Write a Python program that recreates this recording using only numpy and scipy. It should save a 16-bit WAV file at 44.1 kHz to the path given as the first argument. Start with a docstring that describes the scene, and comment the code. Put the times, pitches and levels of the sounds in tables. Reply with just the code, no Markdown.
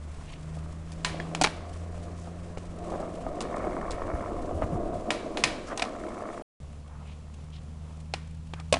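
"""A low hum climbs slowly, wind brushes the microphone, and a skateboard rolls in over asphalt.
Grit rumbles through wheels and deck. In each flip trick the tail pops, feet catch the board, the wheels
slam down and the trucks ring; house fronts echo the clacks. Two tricks come by day, the second striking
a steel rail; after a short silence, a third follows at night on smooth paving."""
import sys
import numpy as np
from scipy import signal
from scipy.fft import rfft, irfft, next_fast_len
from scipy.io import wavfile

SR = 44100
rng = np.random.default_rng(int(sys.argv[2]) if len(sys.argv) > 2 else 0)


def log_audio(samples):
    """Write samples as a 16-bit WAV file to the path given in sys.argv[1]."""
    # one column per channel
    frames = np.atleast_2d(samples).T
    # limit to full scale, then quantise
    limited = np.clip(frames, -1, 1)
    pcm = np.round(limited * 32767).astype(np.int16)
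    wavfile.write(sys.argv[1], SR, pcm)


N = 387638
TIME = np.arange(N) / SR
DAY_END_S, NIGHT_START_S = 6.422, 6.602
TOP_HZ = 10600
FREE_DECK_HZ = 786  # thud pitch with no weight on the deck


def undb(db):
    """Decibels to gain."""
    return 10 ** (np.asarray(db) / 20)


def unit(x):
    """Scale to rms 1."""
    return x / np.sqrt(np.mean(x ** 2))


def curves(rows):
    """Each column after the first, joined by straight lines in time."""
    times_s, *columns = np.transpose(rows)
    return [np.interp(TIME, times_s, column) for column in columns]


def since(start_s):
    """Seconds since start_s; zero before it."""
    return np.maximum(TIME - start_s, 0)


def wander(rate_hz):
    """Random drift, spread near 1."""
    knots = rng.standard_normal(2048)
    return np.interp(TIME * rate_hz, np.arange(len(knots)), knots)


def noise(spectrum, size=N, tilt_db=0):
    """Noise of rms 1 shaped by (Hz, dB) points, tilted by tilt_db per octave."""
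    hz, db = np.transpose(spectrum)
    points = np.log2(hz)
    fft_size = next_fast_len(size)
    octave = np.log2(np.maximum(np.fft.rfftfreq(fft_size, 1 / SR), 1))
    gain = undb(np.interp(octave, points, db) + tilt_db * np.clip(octave, points[0], points[-1]))
    gain *= octave < np.log2(TOP_HZ)
    return unit(irfft(rfft(rng.standard_normal(fft_size)) * gain, fft_size)[:size])


def resonate(x, hz, width_hz):
    """Steep resonance: one band-pass applied twice."""
    b, a = signal.iirpeak(hz, hz / width_hz, fs=SR)
    return signal.lfilter(b, a, signal.lfilter(b, a, x))


def fade(t, t60):
    """Exponential decay by 60 dB in t60 seconds."""
    return np.exp(-np.log(1000) * t / t60)


def add(track, start_s, sound):
    """Mix a sound into a track."""
    start = int(start_s * SR)
    part = sound[:max(N - start, 0)]
    track[start:start + len(part)] += part


def swells(rows, skirt_db):
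    """Short rushes of noise that rise and fall; skirt_db is the level an octave off centre."""
    track = np.zeros(N)
    for middle_s, length_s, db, hz in rows:
        size = int(length_s * SR)
        band = [(hz / 4, 2 * skirt_db), (hz / 2, skirt_db), (hz, 0),
                (2 * hz, skirt_db), (20 * hz, 5 * skirt_db)]
        add(track, middle_s - length_s / 2, undb(db) * np.hanning(size) * noise(band, size))
    return track


def hum(first_db, second_db, third_re_first_db, start_s, start_hz, top_hz, run_up_s=1.72):
    """Low drone of three harmonics, like a distant motor gaining speed."""
    hz = top_hz + (start_hz - top_hz) * np.exp(-since(start_s) / run_up_s)
    phase = 2 * np.pi * np.cumsum(hz * (1 + 0.0052 * wander(20))) / SR
    odd = np.sin(phase) + undb(third_re_first_db) * np.sin(3 * phase)
    return np.sqrt(2) * (undb(first_db) * odd + undb(second_db) * np.sin(2 * phase))


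# Hum by day. Each row: time in seconds, relative levels of fundamental and octave in dB.
HUM_LEVELS = [(0.05, -39.5, -55.5), (0.23, -44, -47), (0.33, -47, -52), (0.46, -46, -39.5),
              (0.59, -36.5, -38), (0.71, -40.5, -45), (1.43, -47.5, -36), (1.66, -41.5, -55),
              (1.8, -36.5, -45.5), (2.8, -46.5, -45)]


def day_hum(gain_db=-0.5, fade_db_per_s=7):
    """Fundamental and octave swell and sink, then the hum fades under the rolling."""
    first_db, second_db = curves(HUM_LEVELS)
    drone = hum(first_db, second_db, third_re_first_db=-30, start_s=0, start_hz=75, top_hz=88.6)
    return drone * undb(gain_db - fade_db_per_s * since(HUM_LEVELS[-1][0]))


# Wind spectrum. Each row: frequency in Hz, relative level in dB.
WIND_SPECTRUM = [(15, -5.5), (28, -2), (55, -6), (110, -12.5), (180, -18), (300, -24), (800, -67)]
# Gusts by day. Each row: time in seconds, relative level in dB.
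GUSTS = [(0.0, -47.5), (2.17, -49.5), (4.98, -38.5), (5.03, -47), (6.21, -50.5), (6.3, -53)]
# Air puffs. Each row: middle in seconds, length in seconds, level in dB, centre in Hz.
PUFFS = [(4.15, .07, -29, 55), (4.56, 0.078, -29.5, 71), (4.64, 0.042, -28, 68),
         (4.745, 0.0697, -26.5, 114), (4.96, 0.056, -37, 34.8)]


def wind(day_gain_db=3, night_db=-52.5):
    """Gusts buffet the microphone by day; the night is nearly still."""
    gust_db, = curves(GUSTS)
    level_db = np.where(TIME < DAY_END_S, gust_db + day_gain_db, night_db)
    return undb(level_db) * noise(WIND_SPECTRUM) + swells(PUFFS, skirt_db=-11)


# Street air by day and by night. Each row: frequency in Hz, relative level in dB.
DAY_AIR = [(40, -2), (180, 1.5), (300, -2), (700, -10.5), (1200, -11), (2000, -18), (3500, -37.5),
           (6000, -39), (10500, -65.5)]
NIGHT_AIR = [(40, 0), (130, 8), (220, 0.5), (340, -14.5), (430, -9), (650, -13), (1000, -15), (1900, -24),
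             (2600, -22), (4000, -26), (7300, -28), (10500, -32)]


def street_air(spectrum, db, breeze):
    """Faint outdoor rush, wavering with the breeze."""
    return undb(db) * breeze * noise(spectrum)


def grit(rate_hz, spread_db):
    """Stones met at random moments: one impulse each, of random size."""
    hits = (rng.random(N) < rate_hz / SR) * rng.choice([-1, 1], N)
    return hits * undb(spread_db * np.clip(rng.standard_normal(N), -2, 2))


# Loaded board under fine and coarse grit. Each row: resonance in Hz, width in Hz, gain in dB.
RUMBLE_MODES = [(224, 89, -5.5), (323.6, 142, -2.5), (492, 208, -6), (614, 111, -3), (701, 67, -2),
                (1069, 323, -15.5)]
CHATTER_MODES = [(611, 400, 3), (1099, 360, 2.5), (1284, 100, -0.5), (1807, 300, -8), (2194, 240, -8)]


def rolling(rumble_db, chatter_db, knock_rate_hz=79.6, chatter_trim_db=-3.5):
    """Fine grit keeps the board rumbling; coarse stones knock the wheels in a fast, uneven chatter."""
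    knock_count = np.cumsum(knock_rate_hz * 2 ** (.6 * wander(70))) / SR
    stone_sizes = undb(4 * np.clip(rng.standard_normal(4096), -2, 1.3))
    knocks = stone_sizes[knock_count.astype(int) % 4096] * np.exp(-(knock_count % 1) / .2)
    pressure = unit(.07 + knocks)
    rumble = sum(undb(db) * resonate(grit(1200, 3.3) * (1 + 0.29 * pressure), hz, width_hz)
                 for hz, width_hz, db in RUMBLE_MODES)
    chatter = sum(undb(db) * resonate(grit(6000, 4.2) * pressure, hz, width_hz)
                  for hz, width_hz, db in CHATTER_MODES)
    # Soft urethane takes the edge off each knock.
    chatter = signal.sosfilt(signal.butter(6, 2550, fs=SR, output="sos"), chatter)
    rumble = undb(rumble_db + 1.8 * wander(18)) * unit(rumble)
    return rumble + undb(chatter_db + chatter_trim_db) * unit(chatter)


def wheel_hiss(db):
    """Bearings hiss and sand crackles under the wheels, in small swells."""
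    hiss = noise([(1000, 3.5), (2500, 9.5), (4500, 4.5), (8000, 5), (10500, -1.5)])
    return hiss * undb(db + 1.75 * wander(76) + 1.1 * wander(9))


# Rumble by day. Each row: time in seconds, relative level in dB.
RUMBLE_LEVELS = [(0.0, -59.5), (0.92, -54.5), (1.29, -41), (1.74, -49), (2.59, -49), (2.94, -38),
                 (3.29, -41), (3.53, -34.5), (3.81, -39.5), (5.12, -34.5), (5.59, -41), (5.87, -39.5),
                 (6.25, -42)]
# Coarse asphalt. Each row: start in seconds, end in seconds, relative chatter level in dB.
COARSE_STRETCHES = [(1.272, 1.667, -47), (2.837, 3.45, -48.5), (3.5, 4.25, -36), (5.849, 6.421, -40.5)]


def day_ride(rumble_gain_db=1.5, smooth_db=-57, edge_db_per_s=75):
    """Coarse stretches of street bring up the chatter; the hiss rises with chatter and rumble."""
    rumble_db, = curves(RUMBLE_LEVELS)
    chatter_db = smooth_db
    for start_s, end_s, db in COARSE_STRETCHES:
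        outside_s = np.maximum(start_s - TIME, since(end_s))
        chatter_db = np.maximum(chatter_db, db - edge_db_per_s * outside_s)
    hiss_db = -60 + 0.073 * (chatter_db - smooth_db) + 0.072 * (rumble_db - rumble_db.mean())
    return rolling(rumble_db + rumble_gain_db, chatter_db) + wheel_hiss(hiss_db)


def sand_patches(rate_hz=12, length_s=0.017):
    """Patches of sand rasp briefly under a wheel."""
    rasp = noise([(1000, -3.5), (2500, 4), (5000, 0), (8500, 1.5), (10500, -5)])
    hits = np.abs(grit(rate_hz, spread_db=2.5))
    return rasp * signal.fftconvolve(hits, np.hanning(int(length_s * SR)))[:N]


# Scuffs. Each row: middle in seconds, length in seconds, level in dB, centre in Hz.
SCUFFS = [(.32, 0.23, -56, 2760), (2.22, 0.24, -62, 6500), (2.98, .22, -39.5, 637),
          (4.63, 0.043, -37, 1060), (5.71, 0.1, -39.5, 1190), (5.69, .1, -54, 5460), (6.97, 0.29, -56, 950),
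          (7.1, 0.22, -60.5, 2500), (7.56, .12, -57.5, 3140), (7.88, 0.34, -62.5, 745),
          (8.585, .09, -50, 1205)]


def scuffs():
    """Shoes and wheels scrape in short, rough rushes."""
    return swells(SCUFFS, skirt_db=-15) * undb(3.5 * wander(150))


# Crack spectrum. Each row: frequency in Hz, relative level in dB.
CRACK_SPECTRUM = [(150, -5.5), (500, -1), (1000, 0), (1550, -0.5), (1950, -1.5), (2500, 4), (3200, -4),
                  (4000, -4), (5500, -10), (8000, -16), (10500, -26)]


def maple_crack(t, tilt_db):
    """Maple on asphalt: a dry burst of noise with a fast snap at its front."""
    return noise(CRACK_SPECTRUM, len(t), tilt_db) * (0.73 * fade(t, 0.032) + 0.67 * fade(t, 0.0092))


# Deck and wheel modes. Each row: multiple of the thud pitch, relative level in dB, t60 in seconds.
DECK_MODES = [(.2, -27.5, .07), (0.408, -10.5, 0.047), (1, 2.5, 0.019), (1.14, -16, 0.019),
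              (1.898, -18.5, 0.098)]


def deck_thud(t, hz):
    """Struck deck and wheels vibrate in heavily damped modes."""
    return sum(undb(db) * np.sin(2 * np.pi * hz * ratio * t) * fade(t, t60)
               for ratio, db, t60 in DECK_MODES)


# Truck and axle modes. Each row: frequency in Hz, relative level in dB, t60 in seconds.
TRUCK_MODES = [(1005, 3, .2), (1860, 0.5, 0.2), (2270, -6.5, 0.27), (2317, -6, 0.58), (2520, -1, 0.19),
               (2880, -8.5, .3), (3300, -8, .18), (3470, -2, 0.095), (4080, -8.5, 0.26), (4150, -10, 0.23),
               (4440, -13, 0.26), (5000, -7.5, 0.22), (8310, -16, .2)]


def truck_ring(t):
    """Each blow meets the trucks at another spot, so their modes vary."""
    ring = np.zeros(len(t))
    for hz, db, t60 in TRUCK_MODES:
        strength, detune, phase = rng.standard_normal(3)
        cycles = hz * (1 + .004 * detune) * t + phase
        ring += undb(db + 2 * strength) * np.sin(2 * np.pi * cycles) * fade(t, t60)
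    return ring


def street_echo(t):
    """Diffuse echo from walls and trees; the treble dies sooner."""
    body = noise([(200, 1.5), (900, 0), (2200, -3), (4200, -7.5), (10000, -25)], len(t)) * fade(t, 0.69)
    treble = noise([(1500, 2), (4000, -1), (10000, -8.5)], len(t)) * fade(t, 0.25)
    return (undb(-11.5) * body + undb(-8) * treble) * (1 - np.exp(-t / 0.0048))


def clack(crack_db, tilt_db, thud_db, thud_hz, ring_db):
    """One blow to the board; ring_db scales truck ring and echo relative to the crack."""
    t = np.arange(16384) / SR
    crack = maple_crack(t, tilt_db)
    ring_and_echo = undb(ring_db) * (undb(-13.5) * truck_ring(t) + street_echo(t))
    contact = 1 - np.exp(-t / 0.00037)
    return contact * (undb(crack_db) * (crack + ring_and_echo) + undb(thud_db) * deck_thud(t, thud_hz))


# Asphalt seams. Each row: start in seconds, thud gain in dB.
SEAMS = [(.571, -33), (1.978, -34), (2.274, -30.5), (2.921, -21.5), (3.003, -24), (3.028, -23.5),
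         (3.266, -19), (3.545, -21.5), (3.648, -19.5), (4.511, -23.5), (4.6214, -15), (5.729, -23.5)]


def seam_bumps():
    """A wheel drops into a seam with a dull thud."""
    track = np.zeros(N)
    for start_s, db in SEAMS:
        add(track, start_s, clack(db - 28, tilt_db=-6.5, thud_db=db, thud_hz=645, ring_db=-18))
    return track


# Truck rattles. Each row: start in seconds, gain of the first tick in dB.
RATTLES = [(0.919, -43), (3.0, -47.5), (3.406, -31.5), (3.908, -34.5)]


def truck_rattles(gap_s=.008, drop_db=3.5):
    """Loose hardware gives three bright, fading ticks as the rider shifts his weight."""
    track = np.zeros(N)
    for start_s, first_db in RATTLES:
        for k in range(3):
            db = first_db - k * drop_db
            tick = clack(db, tilt_db=10, thud_db=db - 2, thud_hz=FREE_DECK_HZ, ring_db=-10.5)
            add(track, start_s + k * gap_s, tick)
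    return track


# Pops and catches. Each row: start in seconds, crack gain in dB, tilt in dB per octave,
# thud gain in dB, ring and echo gain in dB relative to the crack.
POPS_AND_CATCHES = [(1.047, -17, 3, -35, -8), (1.349, -24.5, 4, -29, -13.5), (1.4367, -21.5, 12, -31, -16),
                    (2.573, -30.5, -5.5, -40, -24), (5.105, -17.5, 1.5, -31, -9),
                    (5.372, -24, .5, -27, -7.5), (5.4379, -9.5, 3.5, -26, -12.5),
                    (5.775, -27.5, 10, -28, -7), (5.795, -23.5, 1, -33, -17),
                    (8.138, -20.5, 1, -27.5, -18.5), (8.536, -30, -1, -50, -22),
                    (8.599, -41, 6, -36.5, -24)]


def flip_tricks(flick_s=1.2):
    """Tail, trucks or shoes strike and leave the board free to ring."""
    track = np.zeros(N)
    for start_s, crack_db, tilt_db, thud_db, ring_db in POPS_AND_CATCHES:
        add(track, start_s, clack(crack_db, tilt_db, thud_db, FREE_DECK_HZ, ring_db))
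    # The front shoe flicks the nose into the first flip: a soft, pitched knock.
    add(track, flick_s, clack(crack_db=-30, tilt_db=-3.5, thud_db=-26, thud_hz=1740, ring_db=-18))
    return track


# Axles slamming down. Each row: start in seconds, crack gain in dB, tilt in dB per octave,
# thud gain in dB, thud pitch in Hz, lag of the second wheel in seconds.
AXLE_SLAMS = [(1.413, -18, 7.5, -11.5, 737, .0067), (1.4417, -10, -.5, -14.5, 847, .0046),
              (5.8209, -19.5, 1.5, -19, 698, .0028), (8.7256, -16, 6.5, -10.5, 569, .0018),
              (8.7391, -17.5, 0, -15.5, 670, .003)]


def landings(ring_db=-20.5, hops_s=(.019, .0295)):
    """Each axle lands wheel by wheel, choked by the feet; after the last axle the board hops twice."""
    track = np.zeros(N)
    for start_s, crack_db, tilt_db, thud_db, hz, lag_s in AXLE_SLAMS:
        add(track, start_s, clack(crack_db, tilt_db, thud_db, hz, ring_db))
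        add(track, start_s + lag_s, clack(crack_db - 2, tilt_db, thud_db - 2, hz, ring_db))
        last_axle = not any(start_s < other_s < start_s + .5 for other_s, *_ in AXLE_SLAMS)
        if last_axle:
            for hop_s in hops_s:
                add(track, start_s + hop_s, clack(crack_db - 15.5, tilt_db, thud_db - 6.5, hz, ring_db))
    return track


# Rail modes. Each row: frequency in Hz, relative level in dB, t60 in seconds.
RAIL_MODES = [(1800, -1, 0.21), (2229, -2.5, 0.3), (3770, -7, 0.28), (3950, -5, 0.37), (4640, -14, 0.29),
              (5071, -1, 0.23)]


def rail_ring(start_s=5.4378, gain_db=-35.5):
    """The steel rail rings briefly as the board comes down on it."""
    t = since(start_s)
    return sum(undb(gain_db + db) * np.sin(2 * np.pi * hz * t) * fade(t, t60)
               for hz, db, t60 in RAIL_MODES)


def night_ride(takeoff_s=8.03, fade_db_per_s=80):
    """Quiet rolling on smooth paving dies away as the board leaves the ground."""
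    drop_db = fade_db_per_s * since(takeoff_s)
    return rolling(rumble_db=-62 - drop_db, chatter_db=-61.5 - drop_db)


def night_hum():
    """The hum wavers and grows as its pitch climbs, the octave fastest."""
    t = since(NIGHT_START_S)
    first_db = -44 + 1.44 * t + 0.7 * wander(5)
    second_db = -53.5 + 5 * t
    return hum(first_db, second_db, third_re_first_db=-19, start_s=NIGHT_START_S, start_hz=72.6, top_hz=83)


def whine(hz=7207, db=-79):
    """Faint, thin tone, wavering slightly in pitch."""
    return undb(db) * np.sin(2 * np.pi * np.cumsum(hz + 6 * wander(33)) / SR)


def scene():
    """Day street, short silence, night plaza; mono."""
    breeze = undb(wander(10))
    day = day_ride() + day_hum() + street_air(DAY_AIR, -51.5, breeze)
    night = night_ride() + night_hum() + street_air(NIGHT_AIR, -49.5, breeze) + whine()
    sand = sand_patches()
    board = scuffs() + flip_tricks() + landings() + seam_bumps() + truck_rattles() + rail_ring()
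    board_and_wind = board + wind()
    day += board_and_wind + undb(-57.5) * sand
    night += board_and_wind + undb(-62.5) * sand
    return (day * (TIME < DAY_END_S) + night * (TIME > NIGHT_START_S))[None]


def record(dry):
    """The small camera flattens the hardest landings and cuts the top treble."""
    ceiling = .43
    limited = dry / (1 + (dry / ceiling) ** 4) ** (1 / 4)
    return signal.sosfilt(signal.ellip(8, .2, 70, TOP_HZ, fs=SR, output="sos"), limited)


dry = scene()
out = record(dry)
log_audio(out)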